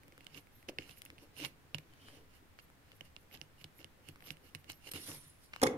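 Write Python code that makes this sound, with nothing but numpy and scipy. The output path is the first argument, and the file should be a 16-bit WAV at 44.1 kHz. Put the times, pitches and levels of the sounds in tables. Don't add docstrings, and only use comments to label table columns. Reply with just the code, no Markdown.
import sys
import numpy as np
from scipy import signal
from scipy.fft import rfft, irfft, next_fast_len
from scipy.io import wavfile
from scipy.ndimage import uniform_filter1d

SR = 44100
rng = np.random.default_rng(int(sys.argv[2]) if len(sys.argv) > 2 else 0)


def rack_gain(trim_db):
    fader = np.asarray(trim_db, float)
    return 10 ** (fader / 20)


def bounce(signal):
    frames = np.transpose(np.atleast_2d(signal))
    limited = np.clip(frames, -1, 1)
    pcm = np.round(limited * 32767).astype(np.int16)
    wavfile.write(sys.argv[1], SR, pcm)


N = 254456
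OFF_DB = -120
LEFT_RIGHT = np.array([[1], [0]])


def unit(x):
    return x / np.sqrt(np.mean(x ** 2) + 1e-20)


def along(points, hz):
    f, value = np.transpose(points)
    return np.interp(np.log(hz + 1), np.log(f + 1), value)


def filtered(x, response):
    m = next_fast_len(x.shape[-1] + 2048)
    spectrum = rfft(x, m) * response(np.fft.rfftfreq(m, 1 / SR))
    return irfft(spectrum, m)[..., :x.shape[-1]]


def body(modes, scatter_db, apart_db, lag_s, left_db):
    chance = rng.standard_normal((len(modes), 3, 1))
    gains = rack_gain(scatter_db * chance[:, :1] + apart_db * chance[:, 1:])

    def response(f):
        ring = 0
        for k, ((centre, width, db), gain) in enumerate(zip(modes, gains)):
            damping = 1j * f * width
            ring = ring + (-1) ** k * gain * rack_gain(db) * damping / (centre ** 2 - f * f + damping)
        pan = rack_gain(left_db * (LEFT_RIGHT - 0.5))
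        return ring * pan * np.exp(-2j * np.pi * f * lag_s * LEFT_RIGHT)

    return response


def struck(response, push_s, skid_s, rough, length_s):
    t = np.arange(round(length_s * SR)) / SR
    push = np.exp(-t / push_s)
    skid = rack_gain(-60 * t / skid_s) * rng.standard_normal(len(t))
    force = push / np.linalg.norm(push) + rough * skid / np.linalg.norm(skid)
    ring = filtered(force, response)
    return ring / np.abs(ring.mean(0)).max()


def grit(per_s, spike_db, share):
    caught = rng.random(N) < per_s / SR
    catches = caught * rack_gain(spike_db * rng.exponential(size=N)) * rng.choice([-1, 1], N)
    return np.sqrt(share) * unit(catches) + np.sqrt(1 - share) * rng.standard_normal(N)


def patchy(x, depth_db):
    z = signal.stft(x, nperseg=256)[2]
    field = uniform_filter1d(rng.standard_normal(z.shape[1:]), 3, axis=0)
    field = uniform_filter1d(field, 14, axis=1)
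    return unit(signal.istft(z * rack_gain(depth_db * unit(field)), nperseg=256)[1][:, :N])


def strokes(s, rise_s, fall_s, db, rest_db):
    t = np.arange(0, N / SR, 1 / 1000)
    late = t[:, None] - s
    swell_db = db - 20 * np.where(late < 0, -late / rise_s, late / fall_s)
    power = np.sum(rack_gain(swell_db) ** 2, axis=1) + rack_gain(rest_db) ** 2
    return np.interp(np.arange(N) / SR, t, 10 * np.log10(power))


def add(out, s, sound):
    span = out[:, round(s * SR):][:, :sound.shape[1]]
    span += sound[:, :span.shape[1]]


# (frequency [Hz], density [dB per Hz])
HUSH = [(12, 2.5), (30, -11), (80, 0), (250, -11), (500, -15.5), (1900, -18), (6000, -30.5), (16000, -31)]
# (frequency [Hz], left-right likeness [0 to 1])
HUSH_ALIKE = [(30, 1), (300, 0.24), (1000, 0.011), (3000, 0.0064)]


def hush():
    def mid_side(hz):
        turn = np.arccos(np.clip(along(HUSH_ALIKE, hz), -1, 1)) / 2
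        return rack_gain(along(HUSH, hz)) * [np.cos(turn), np.sin(turn)]

    mid, side = filtered(rng.standard_normal((2, N)), mid_side)
    return rack_gain(-63.5) * unit(np.array([mid + side, mid - side]))


# (frequency [Hz], time to fall 60 dB [s])
ROOM = [(150, 0.65), (1000, 0.49), (4000, 0.17), (12000, 0.13)]


def room(x, lasts):
    hz, t, z = signal.stft(rng.standard_normal((2, SR // 2)), SR, nperseg=256)
    z = z + z.sum(0) * (3 / (1 + (hz / 450) ** 4))[:, None]
    z = z / np.sqrt(np.mean(np.abs(z) ** 2, axis=(0, 2)))[:, None]
    decay = rack_gain(-60 * t / lasts / along(ROOM, hz)[:, None])
    tail = signal.istft(z * decay, SR, nperseg=256)[1]
    late = np.pad(x.mean(0), (150, 0))[None]
    return signal.fftconvolve(late, tail / np.linalg.norm(tail[0]), axes=1)[:, :N]


# (time [s], peak level [dB], thud [dB], edge crack [dB])
LANDING = [(5.6148, -46, -20, -6), (5.6172, -30, 2, 5), (5.621, -35, 1, -2), (5.628, -28.5, 16, 5),
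           (5.6318, -28, 14.5, 6), (5.6345, -22.5, -3, 11.5), (5.6376, -20.5, -3.5, 3),
           (5.641, -38.5, 16, -5), (5.644, -31.5, 6, -15), (5.652, -46.5, 23.5, -8), (5.6579, -45, 22, -8),
           (5.662, -52, -3, 4), (5.6664, -27.5, -5, -4), (5.6695, -30.5, 6, 7), (5.672, -31.5, 4, 1),
           (5.68, -48, 9, -8), (5.688, -51, 15, -6), (5.7251, -64, 3, 3)]
# (frequency [Hz], width [Hz], level [dB])
BOARD = [(105, 23, -5.5), (150.5, 8.8, -2), (258, 47, -3.5), (343, 47, -8.5), (418, 37, 10), (521, 45, 6),
         (672, 64, 0.5), (769, 110, 1), (940, 150, 1), (1136, 45, 2), (1233, 45, -3), (1600, 990, 3),
         (2170, 66, 9), (2490, 60, 1), (3500, 200, 1), (4900, 1100, -2.5), (6100, 2600, -7)]
# (frequency [Hz], width [Hz], level [dB])
RIM = [(6260, 4600, -0.5), (11300, 6900, -7)]


def landing():
    out = np.zeros((2, N))
    for s, db, thud_db, crack_db in LANDING:
        boom = struck(body(BOARD[:4], 1.8, 1.0, 0.0001, -1.1), 0.0004, 0.0082, 1.8, 0.15)
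        thud = struck(body(BOARD[4:11], 2.0, 2.7, 0.00019, 0.91), 0.00024, 0.0066, 2.7, 0.12)
        clack = struck(body(BOARD[11:], 2.4, 4.8, 0.00032, -7.0), 4e-5, 0.008, 1.6, 0.05)
        crack = struck(body(RIM, 0, 2.4, 0.000311, -3.5), 3e-5, 0.0057, 1.3, 0.03)
        add(out, s, rack_gain(db + thud_db - 11) * boom)
        add(out, s, rack_gain(db + thud_db - 5) * thud)
        add(out, s, rack_gain(db - 0.5) * clack)
        add(out, s, rack_gain(db + crack_db - 5) * crack)
    return out


# (time [s], peak level [dB])
THUMPS = [(0.788, -57), (1.453, -61), (1.747, -43.5), (1.786, -57.5), (3.643, -61), (4.088, -54.5),
          (4.305, -55), (4.551, -48), (4.861, -59), (5.089, -58), (5.17, -52), (5.261, -57)]
# (frequency [Hz], width [Hz], level [dB])
TABLE = [(91.8, 13.7, -0.5), (148.6, 13.4, 6.5), (232.6, 25, 0), (274.2, 17.3, -1), (327, 33, -2.5),
         (418, 66, -6.5), (532.5, 62, -8.5), (680, 137, -10.5), (970, 1600, -20)]


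def thumps():
    out = np.zeros((2, N))
    for s, db in THUMPS:
        thump = struck(body(TABLE[:2], 2.2, 0.71, 0.00026, -0.27), 0.0018, 0.008, 0.36, 0.16)
        add(out, s, rack_gain(db) * thump)
    return out


# (peak time [s], rise [s], fall [s], level [dB])
SQUEEZES = [
    (1.93, .04, .04, -72),
    (2.03, .08, .1, -66),
    (2.09, .1, .1, -61),
    (2.16, .08, .06, -66),
]
# (frequency [Hz], width [Hz], level [dB])
STIFF = [(2350, 200, -6), (3090, 220, 0), (4800, 500, -11), (8600, 700, -12)]


def squeeze():
    strength_db = strokes(*np.transpose(SQUEEZES), OFF_DB)
    rub = filtered(grit(500, 2.2, 0.4), body(STIFF, 0, 1.5, 0.0003, -1.5))
    return rack_gain(strength_db) * patchy(rub, 2.5)


# (peak time [s], rise [s], fall [s], plug level [dB], table level [dB])
ROCKS = [(.24, 0.61, 0.11, -73.5, -71), (0.381, 0.084, 0.026, -54.5, -53.5),
         (0.694, 0.009, 0.011, -49.5, -43), (.8, 0.017, 0.25, -60, -62), (0.916, 0.043, 0.018, -57.5, -69),
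         (1.058, 0.028, 0.6, -86, -65.5), (1.23, 0.089, 0.066, -68.5, -66), (1.403, 0.047, 0.1, -51, -64),
         (1.454, 0.063, 0.02, -43, -42), (1.749, 0.0028, 0.0077, -41.5, -45.5),
         (2.085, 0.15, 0.14, -72, -81), (2.17, 0.55, 0.094, -72, -58.5), (2.36, 0.16, 0.086, -69.5, -71),
         (2.597, 0.014, 0.012, -56.5, -71), (2.931, 0.47, 0.046, -74, -74.5),
         (3.053, 0.013, 0.088, -68.5, -67), (3.345, 0.03, 0.037, -55.5, -54.5),
         (3.615, 0.051, 0.035, -62, -84), (3.804, 0.02, 0.058, -63, -60),
         (4.092, 0.056, 0.026, -58.5, -60.5), (4.28, 0.059, 0.081, -59, -56), (4.467, .06, 0.065, -65, -70),
         (4.556, 0.011, 0.012, -54, -59), (4.707, 0.029, 0.027, -48, -60)]
SWEEP = [
    (4.882, 0.074, 0.068, -55.5, -58),
    (4.957, 0.03, 0.1, -49.5, -49),
    (5.085, 0.067, 0.098, -75, -47.5),
    (5.116, 0.031, 0.067, -71, -51),
    (5.16, .05, 0.055, -74, -54),
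    (5.55, 0.044, 0.13, -60.5, -68),
]
# (peak time [s], rise and fall [s], pins level [dB], spring level [dB])
SLIDES = [(.378, 0.054, -63.5, -67), (.579, 0.12, -74, -73), (.693, 0.014, -59, -81), (.8, .06, -86, -84),
          (.902, 0.077, -62.5, -71), (.985, 0.026, -61, -62), (1.058, 0.044, -67.5, -97),
          (1.23, 0.057, -70, -75), (1.385, 0.031, -54, -61), (1.42, .05, -58, -68),
          (1.456, 0.047, -56, -58), (1.798, 0.066, -81, -76), (2.085, 0.2, -75, -91),
          (2.17, 0.062, -80, -90), (2.36, 0.054, -71, -76), (2.634, 0.05, -73, -73),
          (2.963, 0.043, -73, -74), (3.053, .03, -70, -78), (3.21, 0.086, -75, -77),
          (3.34, 0.046, -70, -63), (3.427, 0.074, -73.5, -86), (3.617, 0.077, -71.5, -75),
          (3.785, 0.053, -67, -68), (4.092, 0.13, -75, -75.5), (4.268, 0.075, -64.5, -62.5),
          (4.318, 0.017, -57, -86), (4.467, 0.13, -73, -76), (4.6, 0.061, -77, -74),
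          (4.75, 0.092, -73, -71.5)]
BRUSH = [(4.884, 0.059, -56, -67), (4.92, 0.036, -50, -59), (4.96, 0.094, -49, -74),
         (5.02, 0.076, -56.5, -71), (5.086, 0.09, -43.5, -62), (5.149, 0.084, -52.5, -65),
         (5.24, 0.17, -59.5, -80), (5.443, 0.07, -62.5, -78)]


def effort():
    s, rise, fall, plug_db, table_db = np.transpose(ROCKS + SWEEP)
    at, span, pins_db, spring_db = np.transpose(SLIDES + BRUSH)
    table_lazy, spring_lazy = 1.04, 0.92
    hold_db = -74.5
    return [strokes(s, table_lazy * rise, table_lazy * fall, table_db, hold_db),
            strokes(s, rise, fall, plug_db, OFF_DB),
            strokes(at, span, span, pins_db, OFF_DB),
            strokes(at, spring_lazy * span, spring_lazy * span, spring_db, OFF_DB)]


# (time [s], length [s], boost or, if negative, dip [dB])
SKIDS = [(0.686, 0.0018, 10.5), (4.696, 0.0047, 9.5), (4.875, 0.0032, 3.5), (4.891, 0.0013, 9),
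         (4.907, 0.0059, -26), (4.916, 0.0044, 11.5), (4.933, 0.0045, -33), (4.937, 0.0029, 13),
         (4.943, .002, -2), (5.057, 0.0074, -4)]
# (table, plug, pins, spring) levels [dB]
REST_DB = (-82, -82, -90, -88)
# (frequency [Hz], width [Hz], level [dB])
PLUG = [(1500, 500, -14), (2180, 160, -5), (2780, 260, 0), (3100, 200, -9), (4250, 500, -13),
        (5400, 400, -13), (6600, 900, -18)]
PINS = [(5450, 90, -9), (7100, 90, -7), (8210, 70, -2), (9110, 60, 0), (9450, 70, -1), (10200, 90, 1),
        (10680, 60, 1), (11000, 60, -3), (11400, 80, 2), (13400, 80, -2)]
SPRING = [(12450, 260, 0), (12850, 160, -11), (13400, 110, -15)]
# (frequency [Hz], density [dB per Hz])
CLOTH = [(500, -11.5), (1400, -2), (3000, 2), (6000, 2), (7700, -15), (11000, -5.5), (13500, -5),
         (16000, -20)]


def rubbing():
    t = np.arange(N) / SR
    skid_db = sum(db * np.exp(-((t - at) / length) ** 2) for at, length, db in SKIDS)
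    table, plug, pins, spring = [rack_gain(db + skid_db) * np.clip((db - rest) / 8, 0, 1)
                                 for db, rest in zip(effort(), REST_DB)]
    catches = grit(450, 2.2, 0.6)

    wood = filtered(catches + rng.standard_normal(N), body(TABLE[2:], 0, 3.0, 0.000069, -0.052))
    deep = filtered(catches + rng.standard_normal(N), body(TABLE[:2], 0, 1.0, 0.00028, 0.022))
    plastic = filtered(catches, body(PLUG, 0, 1, 9.8e-4, -7))
    metal = filtered(grit(400, 2.5, 0.3), body(PINS, 0, 1.5, 1.1e-4, -3))
    contact = filtered(grit(500, 2.5, 0.5), body(SPRING, 0, 2.4, 0.00016, 1))
    out = rack_gain(-1.53) * table * patchy(wood, 4.2) + rack_gain(-10) * table * unit(deep)
    out += rack_gain(1.2) * plug * patchy(plastic, 2)
    out += rack_gain(-1) * pins * patchy(metal, 3.8) + rack_gain(2.5) * spring * patchy(contact, 3)

    def hiss(f):
        tilt = rack_gain(along(CLOTH, f) + [[-1.5], [1.5]])
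        return tilt * np.exp(-2j * np.pi * f * 0.00011 * LEFT_RIGHT)

    cloth = grit(760, 2.8, 0.15) + 0.062 * catches + 1.6 * rng.standard_normal((2, N))
    cloth_level = rack_gain(-7) * pins + rack_gain(-11.5) * plug + rack_gain(-11) * table
    return out + cloth_level * patchy(filtered(cloth, hiss), 3)


# (time [s], peak level [dB], centre frequency [Hz])
CRACKS = [(0.2684, -38, 4000), (.6882, -54, 4000), (0.7853, -48, 6500), (3.4146, -41, 6000),
          (1.449, -26.5, 4300), (1.7457, -27.5, 4200), (1.746, -33.5, 6000), (3.644, -45, 6000),
          (1.7842, -35, 3980), (3.009, -41, 6000), (3.1644, -38, 4200), (3.6425, -35, 4160),
          (3.8444, -52, 3770), (4.3075, -42, 4060), (4.5489, -35.5, 4240), (4.7005, -37, 4500),
          (4.9361, -36, 5000)]
# (time [s], peak level [dB])
CHATTER = [(0.3454, -42), (0.353, -46), (.3765, -42.5), (0.824, -48), (.8312, -50), (0.8958, -53),
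           (.9011, -54), (0.9066, -52), (0.911, -42), (.9185, -54), (0.925, -53), (.9275, -62),
           (1.3666, -49), (1.373, -47), (1.379, -50), (1.383, -45), (1.39, -49), (1.396, -49), (1.404, -42),
           (1.4116, -42), (1.4165, -49), (1.421, -40), (1.428, -41), (1.432, -42), (1.4401, -36),
           (1.455, -36.5), (3.341, -47), (3.3503, -43), (3.3558, -48), (3.3607, -49), (3.327, -50),
           (3.374, -48), (3.7989, -56), (3.8147, -50), (3.8293, -55), (4.2405, -54), (4.244, -56),
           (4.249, -56), (4.2632, -46.5), (4.2684, -50), (4.272, -45), (4.2777, -47), (4.281, -54),
           (4.2894, -45), (4.293, -50), (4.305, -36), (4.8747, -46), (4.878, -58), (4.8905, -56),
           (4.916, -53), (4.9414, -45), (4.947, -39), (4.9627, -56), (5.047, -60), (5.0656, -53),
           (5.078, -54), (5.0864, -58), (5.098, -56), (5.116, -42.5), (5.125, -54), (5.1463, -58)]


def cracks():
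    out = np.zeros((2, N))
    edges = [(*row, 4) for row in CRACKS]
    edges += [(*row, 4300, 12) for row in CHATTER]
    for s, db, hz, latch_db in edges:
        edge = [(1000, 1300, -6), (hz, 3400, 0), (2790, 330, latch_db)]
        crack = struck(body(edge, 0.82, 6.6, 0.00025, -11), 4.5e-5, 0.0017, 0.39, 0.012)
        add(out, s, rack_gain(db) * crack)
    return out


# (time [s], peak level [dB], table knock [dB], pin ring [dB], latch frequency [Hz])
SNAPS = [(0.2668, -41, -13, -12.5, 2940), (0.3475, -45, -20, -18, 2780), (0.6885, -32.5, -18, -20, 2730),
         (0.786, -26, -8, -42, 2800), (0.8214, -46, -23, -21, 2530), (0.8942, -44.5, -3, -18, 2700),
         (1.0613, -45, -34, -23, 2700), (1.1821, -46, -4.5, -15, 2650), (1.401, -37.5, -28, -8, 2770),
         (1.4372, -36, -15, -30, 2700), (1.4502, -35.5, -21, -23, 2040), (1.4588, -38, -1, -22, 2180),
         (1.7464, -33, -2.5, -12, 2840), (1.7856, -41.5, -3, -8, 2430), (2.589, -43.5, -28, -26, 1400),
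         (3.0091, -36.5, -8, -18, 2950), (3.1652, -46, -4.5, -22, 2920), (3.3445, -49, -11, -17, 2950),
         (3.4144, -34.5, -10, -18, 2900), (3.6441, -41, -3.5, -9, 2880), (3.8444, -37, -8.5, -15, 2940),
         (4.0876, -39.5, -1.5, -3, 2750), (4.3058, -29, -11.5, -14, 2940), (4.5497, -32.5, -9, -6.5, 2900)]
TAPS = [(0.081, -56, 3, 1, 2290), (.179, -48, -3.5, -4, 1560), (.245, -55, -18, 3, 3460),
        (1.0192, -40, -40, -2, 2860), (1.052, -51, -29, 9.5, 2230), (1.1023, -43, -17, -13, 2590),
        (1.937, -52.5, -4, -10, 2270), (2.0852, -45, -21, -18, 1540), (2.701, -53, -5, -10, 1020),
        (2.9182, -49.5, -19, -11, 2500), (4.159, -48, -27, -11, 1290), (4.206, -51.5, -24, -22, 2230),
        (4.6993, -37.5, -8, -2.5, 2630), (4.7043, -46, -32, -6, 2170), (4.7187, -43, -14, 4.5, 4940),
        (4.7312, -45.5, -19, -27, 4800), (4.9363, -42, 5, 0, 2850), (5.5346, -40.5, -35, -27, 2480),
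        (5.5379, -38, -37, -28, 1910), (5.5622, -35, -18, -15, 1250)]
# (time [s], peak level [dB], latch frequency [Hz])
CREAKS = [(0.034, -50, 1880), (0.123, -49.5, 2100), (0.2077, -48, 2770), (0.4708, -54, 2120),
          (0.628, -51, 2190), (0.9733, -52, 2670), (1.187, -50.5, 2550), (3.313, -52, 2250),
          (3.614, -48, 2730), (3.791, -51, 2190), (4.224, -47.5, 1500), (4.37, -50, 2740),
          (4.644, -48, 2670)]
# (frequency [Hz], width [Hz], level [dB])
PLATE = [(760, 310, 3), (1400, 770, 0), (1870, 360, 0)]
HOUSING = [(2180, 150, 0), (5400, 900, -7)]
AIR = [(10000, 4400, 0)]


def ticks():
    out = np.zeros((2, N))
    latch, tap = (-9, 0.0004), (5, 0.0002)  # (left minus right [dB], left after right [s])
    held_hz, soft_hz = 330, 800
    slips = [(*row, *latch, held_hz) for row in SNAPS]
    slips += [(*row, *tap, soft_hz) for row in TAPS]
    slips += [(s, db, -5, -10, hz, *latch, soft_hz) for s, db, hz in CREAKS]
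    for s, db, knock_db, ping_db, snap_hz, pan_db, lag_s, wide_hz in slips:
        shell_db = 0.54 * min(db + 44, 0)
        flex = struck(body(PLATE, 0, 1.6, 0.00045, 0.5 * pan_db), 4e-5, 0.055, 1.0, 0.02)
        snap = struck(body([(snap_hz, wide_hz, 4)], 0, 3, lag_s, pan_db), 9e-5, 0.007, 0.6, 0.03)
        shell = struck(body(HOUSING, 2, 4, lag_s, pan_db), 5e-5, 0.007, 0.8, 0.03)
        knock = struck(body(TABLE, 2.9, 1.4, 0.00039, -0.58), 0.00013, 0.0076, 0.74, 0.056)
        ping = struck(body(PINS[1:] + SPRING, 6, 3, 0.00024, 0.5 * pan_db), 2e-5, 0.005, 1, 0.04)
        spark = struck(body(AIR, 0, 3.6, 0.00013, 0.5 * pan_db), 2e-5, 0.0016, 0.75, 0.02)
        add(out, s, rack_gain(db - 20) * flex)
        add(out, s, rack_gain(db - 1.5) * snap)
        add(out, s, rack_gain(db - 10 + shell_db) * shell)
        add(out, s, rack_gain(db + knock_db - 6.5) * knock)
        add(out, s, rack_gain(db + ping_db - 10) * ping)
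        add(out, s, rack_gain(db + ping_db + 2.5) * spark)
    return out


def scene():
    hands = rubbing() + ticks() + thumps() + cracks()
    board = landing()
    echo = rack_gain(-15.5) * room(hands, 0.65) + rack_gain(-10) * room(board, 1.48)
    return hands + board + echo + hush() + squeeze()


def band_limit(x):
    return signal.sosfilt(signal.butter(12, 16500, fs=SR, output="sos"), x)


def record(dry):
    mix = filtered(dry, lambda f: 1 / (1 + (f / 15780) ** 200))
    return band_limit(mix)


dry = scene()
out = record(dry)
bounce(out)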